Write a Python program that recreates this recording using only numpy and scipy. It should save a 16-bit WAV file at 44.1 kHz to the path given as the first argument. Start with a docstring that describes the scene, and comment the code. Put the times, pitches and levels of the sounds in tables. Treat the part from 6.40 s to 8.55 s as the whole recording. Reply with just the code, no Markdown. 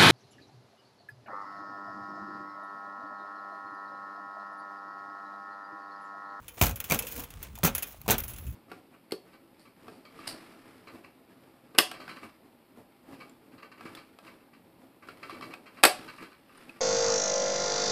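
"""A folding metal cart is shaken four times over paving. Each shake slams its loose tube joints in a quick
cluster of knocks and may thump the frame; in between, steel strap buckles clink and jingle and
the parts scuff against each other. Handling and light wind rumble underneath, outdoors."""
import sys
import numpy as np
from scipy import signal
from scipy.fft import rfft, irfft, next_fast_len
from scipy.io import wavfile

SR = 44100
rng = np.random.default_rng(int(sys.argv[2]) if len(sys.argv) > 2 else 0)


def unload_wav(signal):
    """Save mono or channel-first audio to the path in sys.argv[1] as 16-bit WAV at rate SR, clipped to [-1, 1]."""
    wavfile.write(
        sys.argv[1],
        SR,
        np.round(np.clip(np.atleast_2d(signal).T, -1, 1) * 32767).astype(np.int16),
    )


N = 94815

# joint knocks: (s, body dB, bright edge dB)
KNOCKS = [(.213, -21, -21.5), (.215, -20, -14.5), (0.2237, -23, -18), (.236, -27, -19), (0.2411, -32, -24.5), (.248, -30, -40), (0.257, -35, -23), (.267, -29, -23.5), (0.283, -36.5, -34), (.294, -38.5, -29), (.311, -42, -34.5),
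          (0.499, -50, -24.5), (0.504, -34, -32), (0.5098, -31.5, -23.5), (0.521, -20.5, -19.5), (0.525, -30.5, -29), (0.53, -35, -47), (0.538, -46, -24), (.546, -28.5, -22.5),
          (1.233, -26.5, -44), (1.237, -26, -16.5), (1.2477, -22, -20), (1.2513, -26, -15.5), (1.2579, -36, -23), (1.262, -35, -22.5), (1.267, -36, -20.5), (1.273, -33, -24), (1.277, -28.5, -44),
          (1.6801, -26, -28.5), (1.6884, -23, -23.5), (1.6993, -21.5, -23), (1.707, -37, -14), (1.7097, -27.5, -18), (1.715, -23, -15.5), (1.722, -32, -38), (1.728, -30, -29), (1.736, -33.5, -45), (1.7419, -29.5, -36)]
# buckle clinks: (s, steel dB, dB passed into the frame, length factor)
CLINKS = [(.081, -40, -46.5, 1.17), (.358, -37, -49, 1.24), (.402, -27.5, -38, 0.67), (.441, -38, -42, 1.3), (0.5896, -24.5, -34, 0.83), (.623, -38.5, -40.5, .9), (.668, -36.5, -43, 1.8),
          (.795, -37.5, -46, 0.97), (0.8372, -38, -46.5, 0.85), (0.904, -43, -48, 0.64), (0.939, -40, -40, 0.082), (1.028, -35.5, -49.5, .9), (1.154, -44.5, -46, 0.68), (1.1876, -33.5, -66, 0.21),
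          (1.3497, -25, -39.5, 1.17), (1.38, -28, -42, 1), (1.424, -28.5, -42, 0.61), (1.429, -28, -37, 0.85), (1.471, -46, -57, 2.2), (1.6154, -38, -57, .2),
          (1.7814, -26.5, -43, 1.2), (1.803, -29.5, -53, 0.44), (1.837, -33.5, -49, 0.85), (1.88, -40, -50.5, 1.6), (1.897, -43.5, -54, 1.6), (1.935, -45, -49.5, 0.95), (1.9625, -50, -44.5, 0.3), (1.984, -40, -51, 0.75), (2.066, -48.5, -56, 1.5)]
# thumps of the whole frame on its tyres: (s, pitch Hz, dB, t60 s)
THUMPS = [(0.217, 76, -15, 0.071), (0.516, 150, -24, 0.07), (1.234, 165, -20.5, 0.07), (1.246, 168, -19, .06), (2.073, 121, -32, 0.06)]  # fixed
# soft hollow taps before a shake: (s, pitch Hz, dB)
TAPS = [(.177, 670, -44.5), (1.176, 820, -38.5), (1.193, 686, -46.5), (1.543, 630, -51), (1.661, 880, -40)]
TAP_T60 = 0.024
# spectra: (Hz, dB per Hz)
BODY = [(40, -43), (90, 3), (170, 3), (400, -3), (800, -2.5), (1300, -6.5), (1750, -14.5), (2300, -10), (3200, -8.5), (5000, -14.5), (9000, -19), (16000, -31)]
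EDGE = [(300, -36), (1500, 1.5), (3600, -11), (5000, -13), (6200, 3), (8200, -5.5), (10300, -5.5), (11300, 0.5), (15500, 4.5)]
BUCKLE = [(500, -13), (2500, -6.5), (4900, -13), (6700, -3.5), (8200, -15), (10500, -3.5), (11100, -6.5), (13200, -1), (15500, 2.5)]
RATTLE = [(60, -26), (200, 6.5), (700, -7), (1800, -3), (2800, 7.5), (4500, -4), (9000, 4), (16000, -23)]
AIR = [(25, -3), (55, 0), (150, 12.5), (400, 4), (1200, 13.5), (3000, -34), (8000, -57.5), (15500, 4.5)]
RUMBLE = [(20, -41), (38, 3), (54, 2.5), (80, -2), (120, -9), (200, -18.5), (400, -31), (1200, -73)]
# ring of the tubes: (Hz, t60 s)
FRAME_T60 = [(100, 0.17), (500, 0.17), (2500, 0.15), (6000, 0.1), (14000, 0.098)]
BUCKLE_T60 = [(300, 0.41), (3000, 0.13), (8000, 0.022), (12000, 0.034)]
# modes: (Hz, dB, t60 s)
TUBE_MODES = [(233.5, 2.5, 0.23), (385, -6, 0.27), (458.7, 2, 0.17), (551, -8, 0.37), (698.4, -2, 0.078), (862, -21, 0.058), (1314, 1, 0.043), (1358, 0.5, 0.15), (2235, -20, 0.053), (2480, -1, 0.15), (2586, -4, 0.041)]
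# ring of the buckles: (Hz, dB, t60 s)
STEEL_MODES = [(10940, -2, .15), (11110, 0, .16), (11390, 3, .18), (11540, -2, .14), (11900, -2, .15), (12530, -5, .12), (13450, -3, .13), (14500, -5, .14), (14923, 0, .16), (15230, -1, .13)]  # fixed
# scuffing of loose parts: (s, dB)
SCUFF = [(0, -57.5), (.16, -68), (.18, -46), (.3, -55), (.35, -59.5), (.48, -53.5), (.5, -33), (.6, -54), (.73, -50), (.79, -49), (.86, -55.5), (1, -58), (1.04, -47.5), (1.13, -61.5), (1.4, -51), (1.6, -61.5), (1.9, -53.5), (2.15, -61)]
# jingling of the buckles: (s, dB)
JINGLE = [(0, -82), (.16, -53), (.2, -40), (.3, -35), (.34, -71), (.47, -50), (.65, -48), (.7, -39.5), (.81, -38), (.88, -73), (1.4, -70), (1.52, -51), (1.6, -65), (2.15, -58)]
# level of the bass rumble: (s, dB)
BASS = [(0, -48), (.17, -64), (.24, -34), (.32, -33), (.43, -54), (.48, -50), (.53, -38), (.6, -46.5), (.72, -55), (.8, -39.5), (.88, -54.5), (.97, -44), (1.08, -48), (1.14, -41), (1.2, -48), (1.26, -32), (1.34, -35.5), (1.42, -56), (1.56, -56), (1.71, -34.5), (1.83, -42.5), (2, -44), (2.08, -34.5), (2.15, -38.5)]
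AIR_DB = -63
RING_S = .3  # fixed
TOP_HZ = 15750  # fixed
# hard clanks of the tubes: (s, pitch factor, dB)
CLANKS = [(0.2127, 1.02, -21), (.2365, 1.06, -34), (0.5102, 1, -24), (.5217, 0.99, -22.5), (1.2758, 1.1, -28.5), (1.7, 1.2, -29), (1.722, 1.6, -28)]
# ring of a clanking tube: (Hz, dB, t60 s)
CLANK_MODES = [(2210, -2, .04), (2350, 0, .032), (3850, -8, .02), (6000, -8, .025)]  # fixed
PITCH_SCATTER = .004  # fixed
LOW_CUT_HZ = 55.4
# the thin tube that the buckles hit: (Hz, dB, t60 s)
STRUCK_TUBE_MODES = [(1427, -3, .18), (2444, -3, .18), (2610, 0, .12), (3165, -1, .14), (3526, -2, .14), (5292, -6, .12), (6250, -3, .12), (6858, -1, .12)]  # fixed
TUBE_DB, STEEL_DB, EDGE_RING_DB, STRUCK_TUBE_DB = -21, -25.5, -22, -11
# level of the tubes rubbing between the second and third shakes: (s, dB)
RUB = [(.55, -66), (.62, -43), (.7, -63), (.79, -41), (.85, -51.5), (.92, -75)]
# colour of scuffing: (Hz, dB per Hz)
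SCRAPE = [(80, 1), (400, -0.5), (1300, -5), (2800, -6.5), (4700, -13.5), (6500, -13), (15000, -16.5)]
FREE_RING_DB = -11.5  # fixed
MODE_SCATTER_DB = 3.5  # fixed
RUB_COLOUR = [(130, -10), (255, 3), (410, -16), (490, 10), (570, -15), (1020, -7), (1700, -28)]  # fixed
SHIMMER = [(1.4, -70), (1.48, -50), (1.58, -72), (1.8, -56), (1.89, -46), (1.96, -55), (2.08, -53), (2.15, -61)]  # fixed
STRUCK_SCATTER = .015  # fixed


def amp(db):
    """Decibels to gain."""
    return 10 ** (np.asarray(db) / 20)


def unit(x):
    """Scale to rms 1."""
    return x / np.sqrt(np.mean(x ** 2) + 1e-20)


def along(points, hz):
    """(Hz, value) points read on a log axis."""
    f, v = np.transpose(points)
    return np.interp(np.log(hz + 1), np.log(f + 1), v)


def level(rows):
    """Gain per sample from (s, dB) rows."""
    return amp(np.interp(np.arange(N) / SR, *np.transpose(rows)))


def noise(spectrum, size):
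    """Coloured noise of rms 1."""
    return unit(irfft(rfft(rng.standard_normal(size)) * amp(along(spectrum, np.fft.rfftfreq(size, 1 / SR))), size))


def add(out, s, sound):
    """Mix a sound in at time s."""
    part = out[max(0, round(s * SR)):][:len(sound)]
    part += sound[:len(part)]


def ring_time():
    """Time axis of one contact."""
    return np.arange(int(RING_S * SR)) / SR


def ring(modes, stretch=1, pitch=1):
    """Decaying modes, excited differently by every blow."""
    t = ring_time()
    return sum(amp(db + rng.normal(0, MODE_SCATTER_DB) - 60 * t / (t60 * stretch)) * np.sin(2 * np.pi * (hz * pitch * (1 + PITCH_SCATTER * rng.normal()) * t + rng.random())) for hz, db, t60 in modes)


def contact(spectrum, decay, crack_s, tail_db, stretch=1):
    """A sharp crack and a dense ring that dies band by band."""
    t = ring_time()
    hz, at, z = signal.stft(noise(spectrum, len(t)), SR, nperseg=128)  # fixed
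    tail = signal.istft(z * amp(-60 * at / (stretch * along(decay, hz)[:, None])), SR)[1][:len(t)]
    return noise(spectrum, len(t)) * amp(-60 * t / (crack_s * stretch)) + amp(tail_db) * tail


def patter(spectrum, per_s, spread_db, life_s):
    """Many tiny random contacts, rms 1."""
    hits = (rng.random(N) < per_s / SR) * amp(spread_db * np.clip(rng.standard_normal(N), -2, 2))
    power = signal.fftconvolve(hits ** 2, amp(-120 * ring_time() / life_s))[:N]  # fixed
    return unit(np.sqrt(np.abs(power)) * noise(spectrum, N))


def joints():
    """Loose joints slam: the tubes ring dully under a bright metal-on-metal edge."""
    out = np.zeros(N)
    for s, body_db, edge_db in KNOCKS:
        body = contact(BODY, FRAME_T60, crack_s=0.017, tail_db=-8) + amp(TUBE_DB) * ring(TUBE_MODES)
        edge = contact(EDGE, FRAME_T60, crack_s=.015, tail_db=-8) + amp(EDGE_RING_DB) * ring(STEEL_MODES, stretch=.28)  # fixed
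        add(out, s, amp(body_db + 2.5) * body + amp(edge_db + 2) * edge)
    return out


def buckles():
    """Buckles strike the tubes: a dry, very high ping whose pitch shifts with the point of contact."""
    out, t = np.zeros(N), ring_time()
    for s, steel_db, frame_db, length in CLINKS:
        pitch = 1 + STRUCK_SCATTER * rng.normal()
        ping = amp(FREE_RING_DB) * ring(STEEL_MODES, stretch=.4 * length, pitch=pitch)  # fixed
        steel = contact(BUCKLE, BUCKLE_T60, crack_s=0.058, tail_db=-5.5, stretch=length) + ping
        frame = contact(RATTLE, BUCKLE_T60, crack_s=0.056, tail_db=-5.5, stretch=length) + amp(STRUCK_TUBE_DB) * ring(STRUCK_TUBE_MODES, length, pitch)
        add(out, s, (amp(steel_db + 2.5) * steel + amp(frame_db) * frame) * (1 - np.exp(-t / .0003)))  # fixed
    return out


def thumps():
    """Low bounces of the frame and soft hollow taps."""
    out, t = np.zeros(N), ring_time()
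    for s, hz, db, t60 in THUMPS:
        add(out, s, amp(db + 7.0 - 60 * t / t60) * np.sin(2 * np.pi * hz * t) * (1 - np.exp(-t / 0.0042)))
    for s, hz, db in TAPS:
        hollow = noise([(hz / 2, -30), (hz, 0), (hz * 2, -30)], len(t))
        add(out, s, amp(db + 5.5 - 60 * t / TAP_T60) * hollow * (1 - np.exp(-t / 0.00088)))
    return out


def loose_parts():
    """Scuffs, a low rub and a fine jingle go on while the cart moves; swinging buckles tap and ring."""
    scuff = patter(SCRAPE, per_s=700, spread_db=3, life_s=.035)  # fixed
    rub = patter(RUB_COLOUR, per_s=900, spread_db=2, life_s=.04)  # fixed
    jingle = patter(BUCKLE, per_s=280, spread_db=3.5, life_s=.03)  # fixed
    return level(SCUFF) * scuff + level(RUB) * rub + level(JINGLE) * jingle + level(SHIMMER) * resonate(jingle, STEEL_MODES, stretch=.3)  # fixed


def outdoors():
    """Low rumble of handling and wind over quiet open air."""
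    return level(BASS) * noise(RUMBLE, N) + amp(AIR_DB) * noise(AIR, N)


def clanks():
    """A tube is struck hard and gives a short, pitched clack in the upper middle."""
    out = np.zeros(N)
    for s, pitch, db in CLANKS:
        add(out, s, amp(db) * ring(CLANK_MODES, pitch=pitch) * (1 - np.exp(-ring_time() / .0004)))  # fixed
    return out


def resonate(x, modes, stretch):
    """The ring that many small contacts keep up in a set of modes, rms 1."""
    return unit(signal.fftconvolve(x, ring(modes, stretch))[:N])


def scene():
    """All sources at one close microphone."""
    return (joints() + clanks() + buckles() + thumps() + loose_parts() + outdoors())[None]


def record(dry):
    """The recorder cuts the deepest bass and keeps nothing above its band limit."""
    size = next_fast_len(N + SR // 2)
    gain = 1 / np.sqrt(1 + (np.fft.rfftfreq(size, 1 / SR) / TOP_HZ) ** 400)  # fixed
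    thinned = signal.sosfilt(signal.butter(2, LOW_CUT_HZ, "highpass", fs=SR, output="sos"), dry)
    return irfft(rfft(thinned, size) * gain, size)[:, :N]


dry = scene()
out = record(dry)
unload_wav(out)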